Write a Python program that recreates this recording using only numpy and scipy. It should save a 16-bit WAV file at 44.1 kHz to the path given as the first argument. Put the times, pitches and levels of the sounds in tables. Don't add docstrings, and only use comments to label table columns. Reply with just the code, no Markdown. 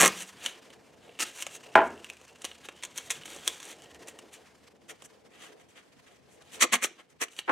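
import sys
import numpy as np
from scipy import signal
from scipy.fft import rfft, irfft, next_fast_len
from scipy.io import wavfile
from scipy.ndimage import uniform_filter1d, map_coordinates

SR = 44100
rng = np.random.default_rng(int(sys.argv[2]) if len(sys.argv) > 2 else 0)


def gain_from_db(level_db):
    decades = np.asarray(level_db, float) / 20
    return 10 ** decades


def persist_wave(psi):
    counts = np.round(np.clip(psi, -1, 1) * 32767).astype(np.int16)
    wavfile.write(sys.argv[1], SR, np.atleast_2d(counts).T)


N = 331191

# pitch_hz, level_db (per Hz)
PAPER = [(590, -34.5), (1000, -6.5), (1180, 1.5), (1450, -5.5), (1990, 2.5), (4650, -10.5), (5000, -25.5),
         (6500, -39.5), (11000, -120)]
# pitch_hz, level_db (per Hz)
LOOSE_STRIP = [(590, -37.5), (1000, -4.5), (1270, -16.5), (1630, -7.5), (2380, -4.5), (2820, -3.5),
               (3800, -7), (5000, -14.5), (6500, -36.5), (11000, -120)]
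# pitch_hz, level_db (per Hz)
GLUE_HISS = [(2820, -51), (5000, -15.5), (5800, -1), (6780, -1), (8580, -3), (12500, -14.5), (14800, -20),
             (15900, -25.5)]
# pitch_hz, level_db (per Hz)
GLOVE = [(590, -31), (1000, -0.5), (1120, -4.5), (1740, -2.5), (1930, -4), (2710, -5.5), (3790, -9),
         (5170, -10), (8320, -14), (14800, -28), (15900, -33)]
ROUND, PEAKED, FLAT = 1.9, 0.88, 8.3
CRACK_DRUM_DB, TUG_DRUM_DB, YANK_DRUM_DB = -30, -12, -3


def pulls():
    # peak_s, paper_level_db, rise_s and fall_s (over 20 dB), dryness_db
    pull_strokes = [
        (.041, -20.5, 1, 0.0624, -10),
        (6.626, -17.5, 0.024, 0.0254, -2.5),
        (6.736, -19.5, 0.0152, 0.0339, -5),
        (6.839, -27.5, 0.0231, 0.0332, -1),
        (7.224, -30, 0.0215, 0.0267, -2),
    ]
    # pitch_hz, width_hz, level_db
    lowest_tones = [(187.5, 13, 10), (340, 57, 4), (253.4, 25, 3.5), (254, 37, 6), (455, 110, 4.5)]
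    # pitch_hz, width_hz, level_db
    higher_tones = [
        [(1210, 110, 7.5), (1950, 140, 3)],
        [(1200, 90, 3), (2330, 740, 3.5)],
        [(750, 150, 2.5), (1340, 80, 2.5)],
        [(1060, 200, 3), (2540, 280, -0.5)],
        [(2000, 270, -6), (1000, 140, -9.5)],
    ]
    tauten_s = [0, 0.01, 0, 0, 0]
    return peels(pull_strokes, PAPER, share=.2, clump_db=1.9, drum_db=-12, bend=ROUND, curl_db=-9,
                 tones=lowest_tones, overtones=higher_tones, late_s=tauten_s)


def slips():
    # start_s, peak_level_db
    jerks = [(.002, -9.5), (.0072, -9.5), (.0095, -6.5), (0.0148, -4.5), (.023, -8.5), (0.031, -7.5),
             (.038, -12), (0.042, -11.5), (.049, -10), (0.0542, -12.5), (.058, -8.5), (0.0612, -10.5),
             (0.065, -13), (.070, -12), (0.0779, -9.5)]
    s, db = np.transpose(jerks)
    taut = 1 - ((s - 0.039) / 0.03) ** 2
    paper_db, drum_db = -13.5 + 6.5 * taut, -18.5 + 9 * taut
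    return snaps(zip(s, db, paper_db, drum_db), PAPER, lift_db=0.0, fizz=0.59, fizz_t60=0.012,
                 ring_db=-8.5, top_hz=30000)


def flicks():
    # peak_s, paper_level_db, rise_s and fall_s (over 20 dB), dryness_db
    flick_strokes = [(.456, -38.5, 0.076, .09, -3.5), (2.456, -48, 0.051, 0.1, -4),
                     (2.658, -44.5, .04, 0.017, -5.5), (2.836, -43, 0.012, 0.039, 0),
                     (2.97, -46.5, .04, .15, -1.2), (3.106, -37, .005, .04, 2.5),
                     (3.26, -44.5, .012, .03, 1.15), (3.478, -39.5, .045, .06, 0.8),
                     (4.084, -45, .012, .025, 2), (4.34, -47, 0.0267, 0.046, -0.5),
                     (7.393, -43, .035, 0.022, 1)]
    return peels(flick_strokes, LOOSE_STRIP, share=.2, clump_db=1.3, drum_db=-9.5, bend=PEAKED, curl_db=6)


def stretches():
    # peak_s, paper_level_db, rise_s and fall_s (over 20 dB), dryness_db
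    stretch_strokes = [(.222, -41, 0.12, .022, -0.15), (.29, -56, 0.063, .03, 3),
                       (1.036, -61, 0.032, .25, -9), (1.265, -45, 0.038, 0.061, -3.5),
                       (1.385, -51.5, 0.0792, .04, 1), (1.42, -43.5, .04, .025, 1.7),
                       (1.56, -49.5, .08, .021, 2), (1.87, -63, .04, .025, 6), (3.07, -53, 0.04, 0.029, 0),
                       (3.15, -49.5, 0.044, 0.07, -3), (3.31, -47, .06, 0.16, -2.3),
                       (3.53, -51.5, 0.056, 0.12, -2), (3.705, -47, 0.099, 0.056, -2),
                       (6.48, -61, 0.065, .04, -6.5), (6.548, -47, .04, 0.041, -0.9),
                       (7.322, -58.5, 0.024, 0.042, 1.5)]
    return peels(stretch_strokes, LOOSE_STRIP, share=0.17, clump_db=1.6, drum_db=-8.5, bend=ROUND,
                 curl_db=2.8, tones=[(183.5, 18, 13)])


def tear():
    # peak_s, paper_level_db, rise_s and fall_s (over 20 dB), dryness_db
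    tear_stroke = [(1.22, -29.5, .027, .021, -2.2)]
    # pitch_hz, level_db (per Hz)
    torn_sheet = [(350, -38.5), (600, -5), (1140, -8.5), (1560, -4), (2770, -1.5), (3430, -11.5),
                  (5110, -9.5), (5500, -7.5), (7150, -37), (12100, -120)]
    return peels(tear_stroke, torn_sheet, share=0.29, clump_db=1.5, drum_db=-12.5, bend=FLAT,
                 curl_db=3, tones=[(304, 60, -3.5)])


def rubs():
    # peak_s, paper_level_db, rise_s and fall_s (over 20 dB), dryness_db
    rub_strokes = [(4.902, -44, 0.02, 0.024, -1.5), (5.055, -56.5, 0.023, 0.014, 5.5),
                   (5.35, -59, 0.062, 0.047, -9.5), (5.43, -50, 0.058, 0.093, -6.5),
                   (5.61, -60.5, 0.037, .03, -5.5), (5.694, -63.5, .013, 0.046, -2.5),
                   (5.774, -54, 0.031, 0.051, -9), (6.071, -57, 0.012, 0.031, -10),
                   (6.12, -65, 0.042, 0.106, -6), (6.336, -67.5, 0.067, 0.052, 2.5),
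                   (7.0, -52, 0.025, 0.025, -12.5), (7.105, -67.5, 0.0151, 0.027, -1)]
    # pitch_hz, level_db (per Hz)
    can_sheet = [(590, -32), (1000, -12), (2010, -1.5), (2230, -5), (3250, -3), (4060, -13), (5000, -15),
                 (6500, -37), (11000, -120)]
    return peels(rub_strokes, can_sheet, share=0.26, clump_db=0.9, drum_db=-9.5, bend=ROUND, curl_db=-9)


def glue_snaps():
    # start_s, peak_level_db, paper_level_db
    cracks = [(0.4606, -13, -12), (1.423, -15.5, -15), (2.4183, -29, -18.5), (2.4491, -16, -12),
              (2.8253, -33.5, -5), (2.8347, -21, -10.5), (2.8494, -22, -14.5), (2.9726, -30, -13.5),
              (2.9766, -14.5, -19.5), (2.9816, -22, -12), (3.097, -32, -10.5), (3.1027, -16.5, -10.5),
              (3.1057, -12, -18.5), (3.1079, -14, -18.5), (3.112, -19.5, -9), (3.1177, -21.5, -15),
              (3.012, -37, -24), (3.652, -29, -21), (1.374, -32.5, -13), (1.549, -30, -18),
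              (1.552, -32, -14), (3.6009, -30, -12), (3.6283, -27, -14), (4.0722, -34, -35),
              (7.3642, -36.5, -10)]
    # start_s, peak_level_db, paper_level_db
    tugs = [(0.702, -44, -4), (1.189, -28, -6.5), (1.194, -35.5, 1), (1.2017, -25.5, -5.5),
            (1.4656, -23, -12), (2.213, -42, -11.5), (2.25, -42.5, -17), (2.4436, -20.5, -15),
            (3.2553, -34, -7.5), (3.3618, -30, -25), (3.786, -44, -12), (4.0821, -30, -14.5),
            (4.1881, -32, -13.5), (5.021, -34, -15), (6.422, -45.5, -10.5), (6.8438, -13.5, -13.5),
            (7.283, -42.5, -6.5), (7.3889, -26.5, -1.86)]
    # start_s, peak_level_db, paper_level_db
    yanks = [(2.5136, -41.5, 0), (2.6862, -31, -4), (3.278, -39.5, -3)]
    events = [(*row, CRACK_DRUM_DB) for row in cracks]
    events += [(*row, TUG_DRUM_DB) for row in tugs]
    events += [(*row, YANK_DRUM_DB) for row in yanks]
    sound = snaps(events, LOOSE_STRIP, lift_db=6.0, fizz=0.13, fizz_t60=0.024, ring_db=13.5, top_hz=11700)
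    return np.roll(sound, SR // 1000)


def pings():
    # start_s, peak_level_db, paper_level_db
    small_cracks = [(1.093, -53, -1), (1.152, -55, -3), (1.9764, -46, -10), (2.044, -29.5, -14.5),
                    (2.0993, -26, -14), (2.1687, -39.5, -20), (3.2343, -42, -4), (3.4766, -4, -18.5),
                    (3.82, -34, -23), (3.946, -36, -20)]
    events = [(*row, CRACK_DRUM_DB) for row in small_cracks]
    sound = snaps(events, LOOSE_STRIP, lift_db=7.0, fizz=.05, fizz_t60=0.01, ring_db=26, top_hz=12150)
    return np.roll(sound, SR // 1000)


def peels(strokes, sheet, share, clump_db, drum_db, bend, curl_db, tones=(), overtones=(), late_s=()):
    # pitch_hz, gain
    tone_band = [(90, 0), (150, 1), (450, 1), (900, 0)]
    edge = threads(share, spread_db=2, clump_db=clump_db)
    body = unit(edge + threads(share, spread_db=2, clump_db=clump_db))
    levels = [stroke(*row, drum_db, bend) for row in strokes]
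    for level, s in zip(levels, late_s):
        level[2] = np.roll(level[2], round(s * SR))
    gains = sum(levels) * gain_from_db([[-2.2], [-.7], [-2.2]])
    gains = np.abs(uniform_filter1d(gains, size=200, axis=1))
    paper, hiss, drum = gains[0] * body, gains[1] * edge, gains[2] * body

    twang = np.zeros(N)
    for level, tone in zip(levels, tones):
        twang += filtered(gain_from_db(13) * level[2] * body, modes([tone]))
    twang = filtered(twang, lambda hz: along(tone_band, hz))
    sung = np.zeros(N)
    for level, pair in zip(levels, overtones):
        sung += filtered(gain_from_db(3) * level[0] * body, modes(pair))
    return voiced(paper, hiss, drum, sheet) + twang + sung + gain_from_db(curl_db) * curled(paper)


def stroke(s, db, rise_s, fall_s, dry_db, drum_db, bend):
    gains = np.zeros((3, N))
    first = max(int((s - 4 * rise_s) * SR), 0)
    last = min(int((s + 4 * fall_s) * SR), N)
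    t = np.arange(first, last) / SR - s
    under_db = -20 * np.where(t < 0, -t / rise_s, t / fall_s) ** bend
    hiss_db = 1.2 * under_db + dry_db
    strip_db = 0.99 * under_db + drum_db - 0.58 * dry_db
    gains[:, first:last] = gain_from_db(db + np.array([under_db, hiss_db, strip_db]))
    return gains


def snaps(events, sheet, lift_db, fizz, fizz_t60, ring_db, top_hz):
    kicks, t = np.zeros((3, N + SR)), np.arange(SR // 20) / SR
    for s, db, paper_db, drum_db in events:
        burst = fizz * rng.standard_normal(len(t)) * gain_from_db(-60 * t / fizz_t60)
        burst[0] = -1
        levels_db = np.array([[db + paper_db + 8.5], [db], [db + drum_db + 8.5]]) + lift_db
        start = round(s * SR)
        kicks[:, start:start + len(t)] += gain_from_db(levels_db) * burst
    kicks = filtered(kicks[:, :N], lambda hz: 1 / (1 + 1j * hz / top_hz) ** 2)
    return voiced(*kicks, sheet) + gain_from_db(ring_db) * curled(kicks[0])


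def threads(share, spread_db, clump_db):
    kicks = (rng.random(N) < share) * rng.standard_normal(N) * gain_from_db(spread_db * rng.standard_normal(N))
    return unit(kicks * gain_from_db(clump_db * wobble(220)))


def voiced(paper, hiss, drum, sheet):
    # pitch_hz, level_db (per Hz)
    drum_skin = [(88, -53), (150, -21), (304, -2.5), (609, -2.5), (757, -2), (901, -8.5), (1200, -1),
                 (1560, -27.5), (2640, -120)]
    return struck(paper, sheet) + struck(hiss, GLUE_HISS) + struck(drum, drum_skin)


def curled(x):
    # time_s, pitch_hz
    curl_pitch = [(1, 2800), (1.5, 2700), (2.045, 2800), (2.1, 2520), (2.45, 2900), (2.7, 2800),
                  (2.83, 3200), (2.98, 3000), (3.1, 3300), (3.24, 2900), (3.476, 3300), (3.53, 3698),
                  (3.7, 3000), (4.1, 2900), (7.3, 2900)]
    turn = np.exp(2j * np.pi * np.cumsum(curves(curl_pitch)[0]) / SR)
    keep = np.exp(-np.pi * 260 / SR)
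    return 2 * np.real(turn * signal.lfilter([1 - keep], [1, -keep], x / turn))


def drops():
    # start_s, level_db, contact_ms
    contacts = [(1.7541, 2.5, .045), (1.7554, -4.5, 0.043), (1.7590, -6, .07), (1.765, -15.5, .08),
                (1.777, -10.5, .07), (1.783, -18, .09), (1.790, -15, .08), (1.805, -16.5, .08),
                (1.817, -18.5, .08), (7.4755, -42, .1), (7.4795, -22, 0.033), (7.482, -26, .06),
                (7.485, -26.5, .07), (7.4872, -22, .06), (7.4905, -27.5, .06), (7.4932, -15.5, .06),
                (7.497, -13, .06), (7.5005, -14.5, .06), (7.5045, -25, .06), (7.508, -18, .05)]
    # pitch_hz, width_hz, level_db
    bench_modes = [(239, 73, -16), (375, 90, -8), (550, 210, -10), (668, 64, -1), (883, 73, -1),
                   (1035, 92, -2.5), (1420, 300, -5.5), (1710, 330, -5.5), (2130, 700, -11.5),
                   (3300, 1500, -22)]
    # pitch_hz, width_hz, level_db
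    plank_modes = [(95, 46, -27.5), (364, 26, -14), (700, 26, -14), (886, 18, -10.5)]
    scuff_db, scuff_t60 = -34.5, 0.057
    blows, scuffs, t = np.zeros(N + SR), np.zeros(N + SR), np.arange(SR // 20) / SR
    for s, db, contact_ms in contacts:
        u = 1000 * t / contact_ms
        start = round(s * SR)
        blows[start:start + len(t)] += gain_from_db(db + 26.5) * u * np.exp(-u)
        fade = gain_from_db(db + scuff_db - 60 * t / scuff_t60)
        scuffs[start:start + len(t)] += fade * rng.standard_normal(len(t))
    bench, planks = modes(bench_modes), modes(plank_modes)
    wood = filtered(blows[:N], lambda hz: (bench(hz) + planks(hz)) * above(hz, corner_hz=60))
    return wood + struck(scuffs[:N], GLOVE)[:N]


def gloves():
    # time_s, level_db
    hand_motion = [(0, -64), (.08, -35), (.21, -58), (1.09, -68), (1.4, -54.5), (1.59, -62), (1.92, -61.5),
                   (2.3, -63.5), (3.51, -57.5), (3.76, -64.5), (4.0, -60), (4.77, -68.5), (6.4, -70),
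                   (6.57, -63), (6.71, -73), (7.46, -71.5), (7.51, -54.5)]
    level = gain_from_db(curves(hand_motion)[0] + 0.84 + 0.76 * wobble(14) + 3.3 * wobble(72))
    held = np.interp(np.arange(N) / SR, [.9, 1.2, 3.8, 4.3], [.15, 1, 1, .15])
    ticks = struck(threads(share=.02, spread_db=3, clump_db=3), GLUE_HISS[:5] + [(16000, -50)])
    curl = unit(curled(threads(share=.05, spread_db=3, clump_db=4)) * gain_from_db(3 * wobble(14)))
    return level * (rush(GLOVE, patchy_db=.8) + held * (gain_from_db(-8) * ticks + gain_from_db(-4.5) * curl))


def swish():
    # time_s, level_db
    drag = [(3.82, -84), (3.88, -65.5), (4.18, -67), (4.24, -77.5)]
    # pitch_hz, width_hz, level_db
    rim_mode = [(1870, 160, 0)]
    hiss = filtered(rng.standard_normal(N), lambda hz: modes(rim_mode)(hz) ** 2)
    return gain_from_db(curves(drag, outside=-99)[0]) * unit(hiss)


def air():
    # time_s, level_db
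    arm_swing = [(0, -56.5), (.08, -48), (.21, -62.5), (1.09, -61.5), (1.4, -64.5), (1.59, -57.5),
                 (1.92, -57.5), (2.22, -64), (3.51, -59), (3.76, -61.5), (4.0, -56.5), (4.5, -63.5),
                 (6.4, -66.5), (6.57, -58.5), (6.71, -69), (7.38, -70), (7.51, -65)]
    # pitch_hz, level_db (per Hz)
    sleeve_cloth = [(140, -33.5), (240, -12), (350, 0), (392, -5), (428, 3.5), (576, -3.5), (705, -3),
                    (1200, -17), (1560, -40), (2640, -120)]
    # pitch_hz, level_db (per Hz)
    building = [(12, -49.5), (20, -24.5), (43, -24), (58, -15), (70, -7.5), (82, -4.5), (101, -8),
                (134, -3), (178, -4), (280, -1.5), (360, -25.5), (620, -120)]
    t = np.arange(N) / SR
    sleeve_db, = curves(arm_swing)
    sleeves = gain_from_db(sleeve_db + 1.0 + 0.88 * wobble(9) + 2.6 * wobble(25)) * rush(sleeve_cloth, patchy_db=1.5)
    running_db = np.interp(t, [1.8, 2.1, 4.6, 4.9], [-82, -75, -76, -86])
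    motor_hz = 76 + 2 * wobble(6)
    motor = gain_from_db(running_db + 2 * wobble(4)) * np.sin(2 * np.pi * np.cumsum(motor_hz) / SR)
    rumble = gain_from_db(-66.5 + 0.77 * (sleeve_db + 62))
    jolt = gain_from_db(-41.5 - 60 * t / 0.076)
    return sleeves + motor + (rumble + jolt) * rush(building, patchy_db=2.0)


def garage(x, early_db, late_db, dull_hz):
    # delay_s, level_db
    wall_echoes = [(.0037, -14), (.0055, -13.5), (.0085, -21), (0.014, -26.5), (.023, -32.5)]
    # pitch_hz, t60_s
    decay_times = [(150, 0.71), (500, 0.27), (1500, 0.3), (4000, 0.32), (10000, 0.23)]
    hz, t, z = signal.stft(rng.standard_normal(SR * 3 // 4), SR, nperseg=256)
    hz = hz[:, None]
    fade = gain_from_db(-60 * t / along(decay_times, hz))
    tail = signal.istft(z / (1 + (hz / dull_hz) ** 2) * fade, SR, nperseg=256)[1]
    answer = np.pad(gain_from_db(late_db) * tail / np.linalg.norm(tail), (SR // 200, 0))
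    answer[0] = 1
    for s, db in wall_echoes:
        answer[round(s * SR)] += gain_from_db(early_db + db)
    return signal.fftconvolve(x, answer)[:N]


def ports(x, side_db, size):
    z = signal.stft(x, nperseg=size)[2]
    scattered = signal.istft(z * np.exp(2j * np.pi * rng.random(z.shape)), nperseg=size)[1][:N]
    scattered = filtered(scattered, lambda hz: above(hz, 3 * SR / size / 2))
    side = gain_from_db(side_db) * unit(scattered) * np.std(x)
    return np.array([x + side, x - side])


def rush(spectrum, patchy_db):
    z = signal.stft(rng.standard_normal(N), nperseg=512)[2]
    field = uniform_filter1d(rng.standard_normal(z.shape), 8, 0)
    field = uniform_filter1d(field, 6, 1)
    noise = signal.istft(z * gain_from_db(patchy_db * unit(field)), nperseg=512)[1][:N]
    return unit(filtered(noise, lambda hz: gain_from_db(along(spectrum, hz))))


def struck(x, spectrum):
    size = 2048
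    cep = irfft(np.log(gain_from_db(along(spectrum, np.fft.rfftfreq(size, 1 / SR))) + 1e-3))
    cep[1:size // 2] *= 2
    cep[size // 2 + 1:] = 0
    pulse = irfft(np.exp(rfft(cep)))
    return signal.fftconvolve(x, pulse / np.linalg.norm(pulse))[:N]


def modes(table):
    def response(f):
        total = 0
        for k, (centre, width, db) in enumerate(table):
            damping = 1j * f * width
            total = total + (-1) ** k * gain_from_db(db) * damping / (centre * centre - f * f + damping)
        return total
    return response


def above(hz, corner_hz):
    return (1j * hz / (corner_hz + 1j * hz)) ** 2


def filtered(x, response):
    m = next_fast_len(N + SR // 2)
    return irfft(rfft(x, m) * response(np.fft.rfftfreq(m, 1 / SR)), m)[..., :N]


def wobble(rate):
    knots = rng.standard_normal(int(N * rate / SR) + 4)
    return map_coordinates(knots, [np.arange(N) * rate / SR])


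def curves(rows, outside=None):
    s, *cols = np.transpose(rows)
    return np.array([np.interp(np.arange(N) / SR, s, c, outside, outside) for c in cols])


def along(points, hz):
    f, v = np.transpose(points)
    return np.interp(np.log(hz + 1), np.log(f + 1), v)


def unit(x):
    return x / np.sqrt(np.mean(x ** 2) + 1e-20)


def scene():
    # time_s, level_db
    near_width = [(0, -31), (.45, -18.5), (.6, -13.5), (1.05, -11), (1.17, -23.5), (1.7, -17), (1.76, -26),
                  (2.1, -17.5), (4.1, -21), (4.5, -9), (5.9, -2.5), (6.45, -5.5), (6.63, -4.5),
                  (6.84, -7.5), (7.25, -2), (7.385, -12.5), (7.5, -2)]
    roll = pulls() + slips()
    strip = flicks() + rubs() + stretches() + tear() + glue_snaps() + pings()
    near = garage(roll, early_db=-3.5, late_db=-22, dull_hz=6960)
    near += garage(strip, early_db=1, late_db=-17.5, dull_hz=8995)
    near += garage(drops(), early_db=-8.5, late_db=-11.0, dull_hz=3000)
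    near_db, = curves(near_width)
    murmur_db = 0.1 + 0.57 * near_db
    return ports(near + gloves(), near_db, size=256) + ports(air() + swish(), murmur_db, size=4096)


def top_cut(x):
    return signal.sosfilt(signal.butter(12, 16050, fs=SR, output="sos"), x)


def record(dry):
    held = dry / (1 + np.abs(dry / .9) ** 6) ** (1 / 6)
    mix = filtered(held, lambda hz: hz < 16050)
    return top_cut(mix)


dry = scene()
out = record(dry)
persist_wave(out)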